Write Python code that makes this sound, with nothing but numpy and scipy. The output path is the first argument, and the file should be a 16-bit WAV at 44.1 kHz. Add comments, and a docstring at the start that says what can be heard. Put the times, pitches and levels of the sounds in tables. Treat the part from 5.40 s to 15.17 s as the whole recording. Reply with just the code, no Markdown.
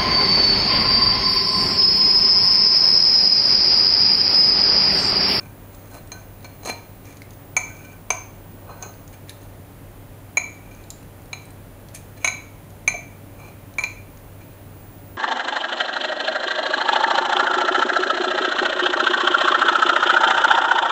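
"""Steel tongs and kitchen scissors clink, tick and scrape on a ceramic plate while meat is cut up.
Struck plate modes ring briefly, damped by the food; ticks are noise snaps with clusters of close partials.
Scrapes, and two faint lingering plate rings, are random grit driving plate modes, rumble, rasp and hiss.
Sparse taps make the hard kitchen ring on; a fan hums as noise and wavering tones, a thin high sine flickers.
The direct sound stands ahead of the room; the microphone has a treble notch, a shelf and a band limit."""
import sys
import numpy as np
from scipy import signal
from scipy.fft import rfft, irfft
from scipy.io import wavfile
from scipy.ndimage import uniform_filter1d

SR = 44100
rng = np.random.default_rng(int(sys.argv[2]) if len(sys.argv) > 2 else 0)


def digitize_waveform(pressure):
    """Quantize a signal to 16-bit integers and store it at the path in sys.argv[1].

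    Rows of a 2-D input are taken as channels; values are limited to [-1, 1].
    """
    field = np.atleast_2d(pressure).T
    bounded = np.clip(field, -1, 1)
    quanta = np.round(bounded * 32767).astype(np.int16)
    wavfile.write(sys.argv[1], SR, quanta)


N = 430857  # samples

# Steel striking the plate; where it lands sets how much each family of modes rings, the food pulls their pitch.
# (time [s], blow level [dB], thud [Hz], rim [Hz], second [Hz], third [Hz], upper third [Hz],
#  then relative to the blow: table thud [dB], knock [dB], rim [dB], upper rim [dB], second [dB], third [dB],
#  upper third [dB], top modes [dB]; free ring [s], level change once the steel settles on the glaze [dB])
PLATE_BLOWS = [(0.718, -14, 720, 2390, 4130, 6390, 6750, -23, -21, -23, -35, -18, -9.5, -22, -32, 0.013, -25),
               (1.045, -16.5, 725, 2327, 4260, 6320, 6740, -24, -20, -19, -29, -21.5, -19.5, -30, -41, 0.014, -6),
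               (2.166, -3, 720, 2323, 4190, 6380, 6790, -19.5, -12.5, -4, -31, -27, -6.5, -10.5, -24, 0.01, -15),
               (2.704, 0, 727, 2327, 4170, 6310, 6700, -16, -13.5, -11, -20, -30, -6, -20, -28, 0.004, -10.5),
               (3.293, -32.5, 718, 2370, 4130, 6240, 6850, -1, 2.5, -28, -27, -30, -24, -32, -32, 0.012, -5),
               (3.425, -17.5, 740, 2300, 4150, 6400, 6770, -17, -16, -23, -18.5, -35, -5, -17, -39, 0.015, -1.5),
               (4.971, -5.5, 718, 2325, 4090, 6420, 6700, -17, -13.5, 0.5, -36, -18, -11, -4, -26.5, 0.0096, -26),
               (5.93, -15.5, 720, 2344, 4040, 6480, 6750, -17, -9.5, -3, -9, -9.5, -8.5, -12, -23.5, 0.0051, -20),
               (6.845, 0, 717, 2253, 3990, 6370, 6650, -20.5, -20, -8, -13.5, -23, -9, -24, -24.5, 0.0061, -8),
               (6.851, -17, 715, 2380, 4120, 6270, 6680, -17, -31, -13, -27, -18, -8, -2, -32, 0.013, -7),
               (6.875, -6.5, 730, 2317, 4020, 6490, 6800, -20, -20, -4, -23, -15.5, -9, -16, -31, 0.012, -12),
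               (7.477, -2.5, 730, 2334, 4120, 6330, 6780, -20.5, -16, -1, -24, -21.5, -6, -14, -24, 0.0074, -15.5),
               (7.541, -27, 697, 2370, 4150, 6380, 6720, 4.5, -23, -23, -16, -31, -19, -21, -38, 0.013, -7),
               (8.384, -11, 728, 2340, 4130, 6300, 6790, -20, -12, 0.5, -33, -22, -16, -15, -26, 0.012, -15),
               (8.407, -17, 728, 2400, 4100, 6220, 6790, -26, -10, -16, -26, -36, -18, -16, -26, 0.0096, 1),
               (8.437, -8, 728, 2385, 4110, 6280, 6800, -40, -13, -2, -16, -16.5, -16, -16, -48, 0.0072, -15)]
# Plate modes by family, the mode that sets the family's pitch first; ring times are stretched and levels
# rescaled in use. (untuned pitch [Hz], relative level [dB], unstretched t60 [s])
PLATE_MODES = [
    [(728.4, -5, 0.14), (488, -16, .07), (653, -6.5, 0.14)],
    [(1012, 0, .1), (851, -7, .1), (1087, -6, .08), (1281, -6, .1), (1810, -11, .07)],
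    [(1525, 0, .25)],
    [(2361, 5.5, 0.12), (2005, -9, 0.11), (2150, -24, 0.1), (2278, -2, 0.09), (2363, -10, 0.19)],
    [(2506, -2, 0.23), (2654, -7, 0.087), (2876, -9, 0.078), (3410, -15, 0.082)],
    [(4130, 0, .15), (4050, -9, .12), (4200, -10, .12)],
    [(6416, 4.3, 0.04), (6146, -7, .07), (6270, -4.5, 0.068), (6384, -2, 0.08)],
    [(6730, 4, 0.19), (6650, 4.5, 0.24), (6830, 2, 0.12), (6870, -9, 0.099)],
    [(8760, 0, .12), (8080, -8, .06), (8694, -10, .09)],
    [(10990, 0, 0.13), (10400, -6, .08), (10850, -12, 0.15)],
]
RING_STRETCH, SCRAPE_STRETCH = 1.25, 0.34  # factors on the ring times, struck and scraped
# Spectrum of the crack of a blow: (frequency [Hz], relative level [dB])
CRACK_SPECTRUM = [(300, 14), (1100, 14), (1600, 7), (2500, 6.5), (6000, 2), (9000, -2), (13000, -27),
                  (17000, -23)]
CRACK_DB, BASE_DB, FIFTH_DB = -21, -32.5, -3  # crack and base ring against the blow, last family against the top

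# Blades and tong tips touching, meat fibres snapping; ring levels before a common trim.
# (time [s], tick gain [dB], low ring [Hz], low ring level [dB], high ring [Hz], high ring level [dB])
TIP_TICKS = [(0.3476, -29, 4200, -19, 6900, -11), (0.6739, -33, 2500, -16, 8490, -9),
             (1.0071, -37, 3670, -18, 10100, -15), (1.028, -36, 4150, -9, 6390, -9),
             (1.2511, -22.5, 4170, -10, 6400, -5), (1.273, -20, 4300, -5, 6600, -7),
             (1.3094, -28, 4160, -13, 6250, -11), (1.655, -33, 2460, -12, 6100, -4),
             (1.726, -31, 2400, -14, 6360, -12), (1.77, -27.5, 4300, -25, 6430, -8),
             (1.819, -24, 2180, -5, 10300, -25), (1.9066, -28.5, 2530, -27, 6500, -10),
             (1.935, -35, 2460, -19, 6540, -8), (2.367, -32, 2400, -20, 6440, -7),
             (2.45, -32, 2900, -12, 6400, -11), (3.4253, -22, 2570, -18, 6430, -3),
             (3.678, -32, 2510, -23, 6360, -3), (3.5399, -36, 2520, -11, 4400, -11),
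             (3.8945, -15.5, 3890, -8, 10000, -15), (0.8594, -45, 2420, -20, 6050, -8),
             (5.3487, -39, 2410, -16, 6480, -1), (5.4394, -34, 3980, -12, 6750, -9),
             (5.504, -15, 4430, -19, 7170, -4), (5.6285, -33, 2520, -15, 10300, -15),
             (5.82, -36, 2560, -18, 6650, -9), (5.857, -35, 4330, -17, 9140, -10),
             (6.02, -34, 2360, -12, 6750, -10), (6.055, -35, 2430, -22, 8380, -1),
             (6.106, -36, 2430, -24, 8600, 0), (6.4864, -28, 3350, -14, 6110, -17),
             (6.548, -24, 2400, -21, 9400, -1), (7.304, -33, 3010, -16, 6540, -10),
             (8.3394, -34, 4130, -13, 6230, -7), (8.773, -33, 2800, -17, 6410, -7)]
# Spectrum of the snap of a tick: (frequency [Hz], relative level [dB])
SNAP_SPECTRUM = [(1000, -32), (1800, -19), (4000, 6), (8000, -1.5), (12000, 0), (17000, -11)]
SNAP_DB, TICK_RING_TRIM_DB = -20, -17
TICK_T60_S, TICK_SPREAD = 0.029, 0.076  # ring length; largest rise of a partial as a share of its pitch

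# Steel scrapes on the plate, and two faint lingering plate rings, at the start and near 2.25 s;
# each swells to a peak, holds and dies away.
# (peak time [s], swell [s], hold [s], dying [s], then levels at the peak: rumble [dB], base [dB], rim [dB],
#  upper rim [dB], second [dB], third [dB], rasp [dB], hiss [dB])
SCRAPES_AND_RINGS = [(0.005, 0.005, 0.022, 0.1, -48.5, -56.5, -53.5, -72, -69, -60, -60, -64),
                     (0.35, 0.19, 0.14, 0.03, -58, -68, -73, -76, -71, -65, -67, -66),
                     (0.5, 0.044, 0.03, 0.081, -56, -54, -66, -72, -59, -60, -68, -59),
                     (0.553, 0.046, 0.016, 0.04, -42.5, -54, -54, -64, -54, -58, -54, -52),
                     (0.735, 0.015, 0.018, 0.15, -45.5, -51.5, -56, -62, -66, -63, -60, -68),
                     (1.253, 0.056, 0.027, 0.04, -36.5, -54, -47, -59, -40, -41, -51, -46),
                     (1.286, 0.019, 0.013, 0.07, -34.5, -51, -36.5, -57, -39, -41, -41, -48),
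                     (1.646, 0.01, 0.08, 0.11, -56, -70, -59, -72, -67, -60, -61, -63),
                     (2.253, 0.04, 0.27, 0.05, -58, -59.5, -52.5, -67, -75, -61.5, -75, -63),
                     (3.294, 0.15, 0.018, 0.16, -40, -53, -70, -60, -61, -64, -77, -72),
                     (3.422, 0.048, 0.02, 0.12, -37, -48, -61, -58, -51, -47, -55, -61),
                     (3.727, 0.015, 0.013, 0.04, -66, -68, -57, -71, -65, -58, -61, -58),
                     (3.899, 0.038, 0.0071, 0.028, -60, -72, -49.5, -55, -57, -47, -41, -48),
                     (4.017, 0.02, 0.039, 0.04, -62, -78, -73, -78, -72, -62, -68, -62),
                     (5.23, 0.063, 0.2, 0.05, -60, -67, -58, -68, -72, -65, -70, -70),
                     (6.548, 0.013, 0.011, 0.042, -60, -68, -48, -52, -67, -44, -50.5, -39),
                     (6.772, 0.013, 0.0082, 0.02, -66, -75, -57, -68, -57, -60, -55, -60),
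                     (6.809, 0.012, 0.028, 0.01, -62, -66, -47, -48, -68, -51, -64, -55),
                     (8.002, 0.16, 0.073, 0.16, -50, -71, -52, -63, -67, -65, -70, -67),
                     (9.0, 0.03, 0.12, 0.03, -70, -74, -67, -71, -79, -77, -74, -78)]
# Spectra of the low rumble, the rasp and the hiss: (frequency [Hz], relative level [dB])
RUMBLE_SPECTRUM = [(120, -16), (250, -2), (700, 0.5), (1300, -4.5), (2000, -60), (4000, -45)]
RASP_SPECTRUM = [(900, -64), (1700, 10.5), (3000, -5), (4500, -4), (6500, -16)]
HISS_SPECTRUM = [(1000, -47), (2500, -1), (5000, -4), (8000, 6.5), (11000, 2), (14000, -8), (17000, -18)]
SCRAPE_RANGE_DB = 30  # how far the swell starts, and the dying ends, below the peak
CATCH_DB, CATCH_S = 4.5, 0.013  # the edge catches and lets go: rms depth and smoothing length of the clumps
GRAINS_PER_S = 1200

# How long the kitchen rings on: (frequency [Hz], t60 [s])
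ROOM_DECAY = [(300, 0.27), (1000, 0.6), (2500, 0.47), (6500, 0.41), (12000, 0.29)]
ROOM_DB = -9.5  # kitchen tail against the direct sound

# Fan wash and hiss: (frequency [Hz], relative level [dB per Hz])
AIR_SPECTRUM = [(20, -23), (36, -0.5), (60, -10), (80, -7), (145, -5), (200, -10), (400, -14), (700, -16.5),
                (1100, -22.5), (2500, -29.5), (5300, -39.5), (7000, -37), (11000, -33.5), (16000, -32.5)]
AIR_DB = -44  # rms
# Wavering motor tones: (pitch [Hz], rms level [dB], waver bandwidth [Hz], waver depth [ratio])
MOTOR_TONES = [(36.2, -58.5, 11, .6), (98.7, -46.5, 28, 0.21), (281.8, -56, 17, 0.79),
               (569.6, -62, 2.9, 0.48)]
# Thin whine before its flicker: (time [s], rms level [dB])
WHINE_LEVEL = [(0, -57), (1.2, -57), (1.5, -57), (1.77, -65), (2.0, -54), (2.6, -59), (3.5, -54),
               (3.9, -61), (4.3, -67), (6.3, -68), (6.7, -61), (7.3, -69), (7.8, -63), (8.7, -62),
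               (9.77, -54)]
WHINE_HZ, FLICKER_DB, FLICKER_SMOOTH_S = 15389, 1.5, 1 / 16  # pitch; rms flicker and its smoothing length

# Treble shelf of the microphone: (frequency [Hz], gain [dB])
MIC_SHELF = [(15600, 0.67), (15850, -40), (17000, -32)]
NOTCH_HZ, NOTCH_WIDTH_HZ, EDGE_HZ = 7900, 150, 16900  # notch centre, width of one pass; upper band limit


def clinks():
    """Each blow is a spit, a short crack and every family of plate modes, muffled when the steel comes to rest."""
    out, t = np.zeros(N), np.arange(SR // 3) / SR
    above_bass = signal.butter(2, 450, "high", fs=SR)
    for (s, blow_db, thud_hz, rim_hz, second_hz, third_hz, upper_hz,
         thud_db, knock_db, *middle_db, top_db, free_s, damping_db) in PLATE_BLOWS:
        crack = evened(coloured(rng.standard_normal(len(t)), CRACK_SPECTRUM))
        crack *= gain_of(CRACK_DB - 60 * t / 0.043)
        spit = rng.standard_normal(len(t)) * gain_of(CRACK_DB + 1 - 60 * t / 0.003)
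        add(out, s, gain_of(blow_db) * signal.lfilter(*above_bass, crack + spit))
        # the level slides to its damped value within 9.3 ms
        muffle = gain_of(damping_db * np.clip((t - free_s) / 0.0093, 0, 1))
        family_db = thud_db, knock_db, BASE_DB, *middle_db, top_db, top_db + FIFTH_DB
        pitches_hz = thud_hz, 0, 0, rim_hz, 0, second_hz, third_hz, upper_hz, 0, 0  # 0 keeps the table pitch
        for modes, level_db, hz in zip(PLATE_MODES, family_db, pitches_hz):
            pull = hz / modes[0][0] if hz else 1
            phases = 0.12 * rng.random(len(modes))  # cycles
            ringing = ring(modes, RING_STRETCH, phases, pull)
            add(out, s, gain_of(blow_db + level_db) * muffle * ringing)
    return out


def ring(modes, stretch, phases, pull=1):
    """Decaying sines of one family of plate modes, scaled by their peak, with a 1.6 ms onset."""
    t = np.arange(SR // 3) / SR
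    x = np.zeros(len(t))
    for (hz, db, t60), phase in zip(modes, phases):
        decay = gain_of(db - 60 * t / (t60 * stretch))
        x += decay * np.sin(2 * np.pi * (hz * pull * t + phase))
    onset = np.minimum(t / 0.0016, 1)
    return x * onset / abs(x).max()


def ticks():
    """A wide noise snap and two short clusters of close partials, each dying exponentially."""
    out, t = np.zeros(N), np.arange(8192) / SR
    for s, db, low_hz, low_db, high_hz, high_db in TIP_TICKS:
        snap = evened(coloured(rng.standard_normal(len(t)), SNAP_SPECTRUM))
        sound = snap * gain_of(SNAP_DB - 60 * t / 0.037)
        for hz, ring_db in ((low_hz, low_db), (high_hz, high_db)):
            partials_hz = hz * (1 + TICK_SPREAD * rng.uniform(-0.62, 1, (6, 1)))
            cluster = np.sin(2 * np.pi * partials_hz * t).sum(0)
            sound += cluster * gain_of(ring_db + TICK_RING_TRIM_DB - 60 * t / TICK_T60_S)
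        add(out, s, gain_of(db) * sound)
    return out


def scrapes_and_rings():
    """Gritty impulses drive the plate modes, a low rumble, rasp and hiss, as scrapes or faint lingering rings."""
    out, click = np.zeros(N), signal.unit_impulse(512, 256)
    plate = [(ring(modes, SCRAPE_STRETCH, rng.random(len(modes))), 0) for modes in PLATE_MODES[2:7]]
    spectra = RUMBLE_SPECTRUM, RASP_SPECTRUM, HISS_SPECTRUM
    rumble, rasp, hiss = ((coloured(click, spectrum), 256) for spectrum in spectra)
    bodies = rumble, *plate, rasp, hiss  # each with the samples ahead of its centre
    grit, t = slips(), np.arange(N) / SR
    drives = np.zeros((len(bodies), N))
    for peak, swell, hold, dying, *levels_db in SCRAPES_AND_RINGS:
        # 0 during the hold, 1 where the swell starts and the dying ends
        away = np.maximum((peak - t) / swell, (t - peak - hold) / dying).clip(0)
        on = away < 1
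        drives[:, on] += gain_of(np.array(levels_db)[:, None] - SCRAPE_RANGE_DB * away[on])
    for drive, (body, lead) in zip(drives, bodies):
        out += signal.oaconvolve(drive * grit, body / np.linalg.norm(body))[lead:lead + N]
    return out


def slips():
    """Random impulses of either sign and uneven size, in clumps as the edge catches and lets go."""
    sizes = gain_of(1.8 * np.minimum(rng.exponential(1, N), 3))
    catching = evened(uniform_filter1d(rng.standard_normal(N), round(CATCH_S * SR)))
    clumps = gain_of(CATCH_DB * catching)
    struck = rng.random(N) < GRAINS_PER_S / SR
    return evened(sizes * clumps * struck * rng.choice([-1., 1.], N))


def kitchen(x):
    """The hard room answers with sparse taps of random sign, each band dying at its own speed."""
    taps = np.zeros(SR)
    at = np.arange(300, SR - 20, 20)  # one tap in every 20 samples
    taps[at + rng.integers(0, 20, len(at))] = rng.choice([-1., 1.], len(at))
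    hz, t, bands = signal.stft(taps, SR, nperseg=256)
    decay = gain_of(-60 * t / read(ROOM_DECAY, hz)[:, None])
    tail = signal.istft(bands * decay, SR, nperseg=256)[1]
    return signal.fftconvolve(x, tail / np.linalg.norm(tail))[:N]


def fan():
    """Shaped noise is the wash, slow complex noise wavers the motor tones, a flickering sine is the whine."""
    t = np.arange(N) / SR
    out = gain_of(AIR_DB) * evened(coloured(rng.standard_normal(N), AIR_SPECTRUM))
    for hz, db, waver_hz, depth in MOTOR_TONES:
        pole = np.exp(-np.pi * waver_hz / SR)
        a, b = signal.lfilter([1], [1, -pole], rng.standard_normal((2, N)))
        wobble = 1 + depth * (evened(a) + 1j * evened(b))
        out += gain_of(db) * evened((wobble * np.exp(2j * np.pi * hz * t)).real)
    width = round(FLICKER_SMOOTH_S * SR)
    flicker = evened(uniform_filter1d(uniform_filter1d(rng.standard_normal(N), width), width))
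    whine = np.sqrt(2) * np.sin(2 * np.pi * WHINE_HZ * t)
    return out + curve(WHINE_LEVEL) * gain_of(FLICKER_DB * flicker) * whine


def gain_of(db):
    """Decibels to amplitude."""
    return 10 ** (np.asarray(db) / 20)


def evened(x):
    """Scales to rms 1."""
    return x / np.sqrt(np.mean(x ** 2) + 1e-20)


def read(points, hz):
    """Reads a spectrum on a log-frequency axis."""
    f, value = np.transpose(points)
    return np.interp(np.log(hz + 1), np.log(f + 1), value)


def curve(rows):
    """Reads a level curve as a gain for every sample."""
    return gain_of(np.interp(np.arange(N) / SR, *np.transpose(rows)))


def add(mix, s, sound):
    """Adds a sound at a time in seconds."""
    part = mix[round(s * SR):][:len(sound)]
    part += sound[:len(part)]


def coloured(x, points):
    """Shapes a sound by a spectrum."""
    hz = np.fft.rfftfreq(len(x), 1 / SR)
    return irfft(rfft(x) * gain_of(read(points, hz)), len(x))


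def scene():
    """The plate in front, the kitchen's answer behind it, the fan in the background."""
    plate = clinks() + ticks() + scrapes_and_rings()
    return (plate + gain_of(ROOM_DB) * kitchen(plate) + fan())[None]


def record(dry):
    """The microphone passes a narrow notch twice, then a treble shelf and the band limit."""
    notch = signal.iirnotch(NOTCH_HZ, NOTCH_HZ / NOTCH_WIDTH_HZ, SR)
    notched = signal.lfilter(*notch, signal.lfilter(*notch, dry[0]))
    band_limit = signal.firwin(511, EDGE_HZ, window=("kaiser", 9), fs=SR)
    return signal.oaconvolve(coloured(notched, MIC_SHELF), band_limit, "same")[None]


dry = scene()
out = record(dry)
digitize_waveform(out)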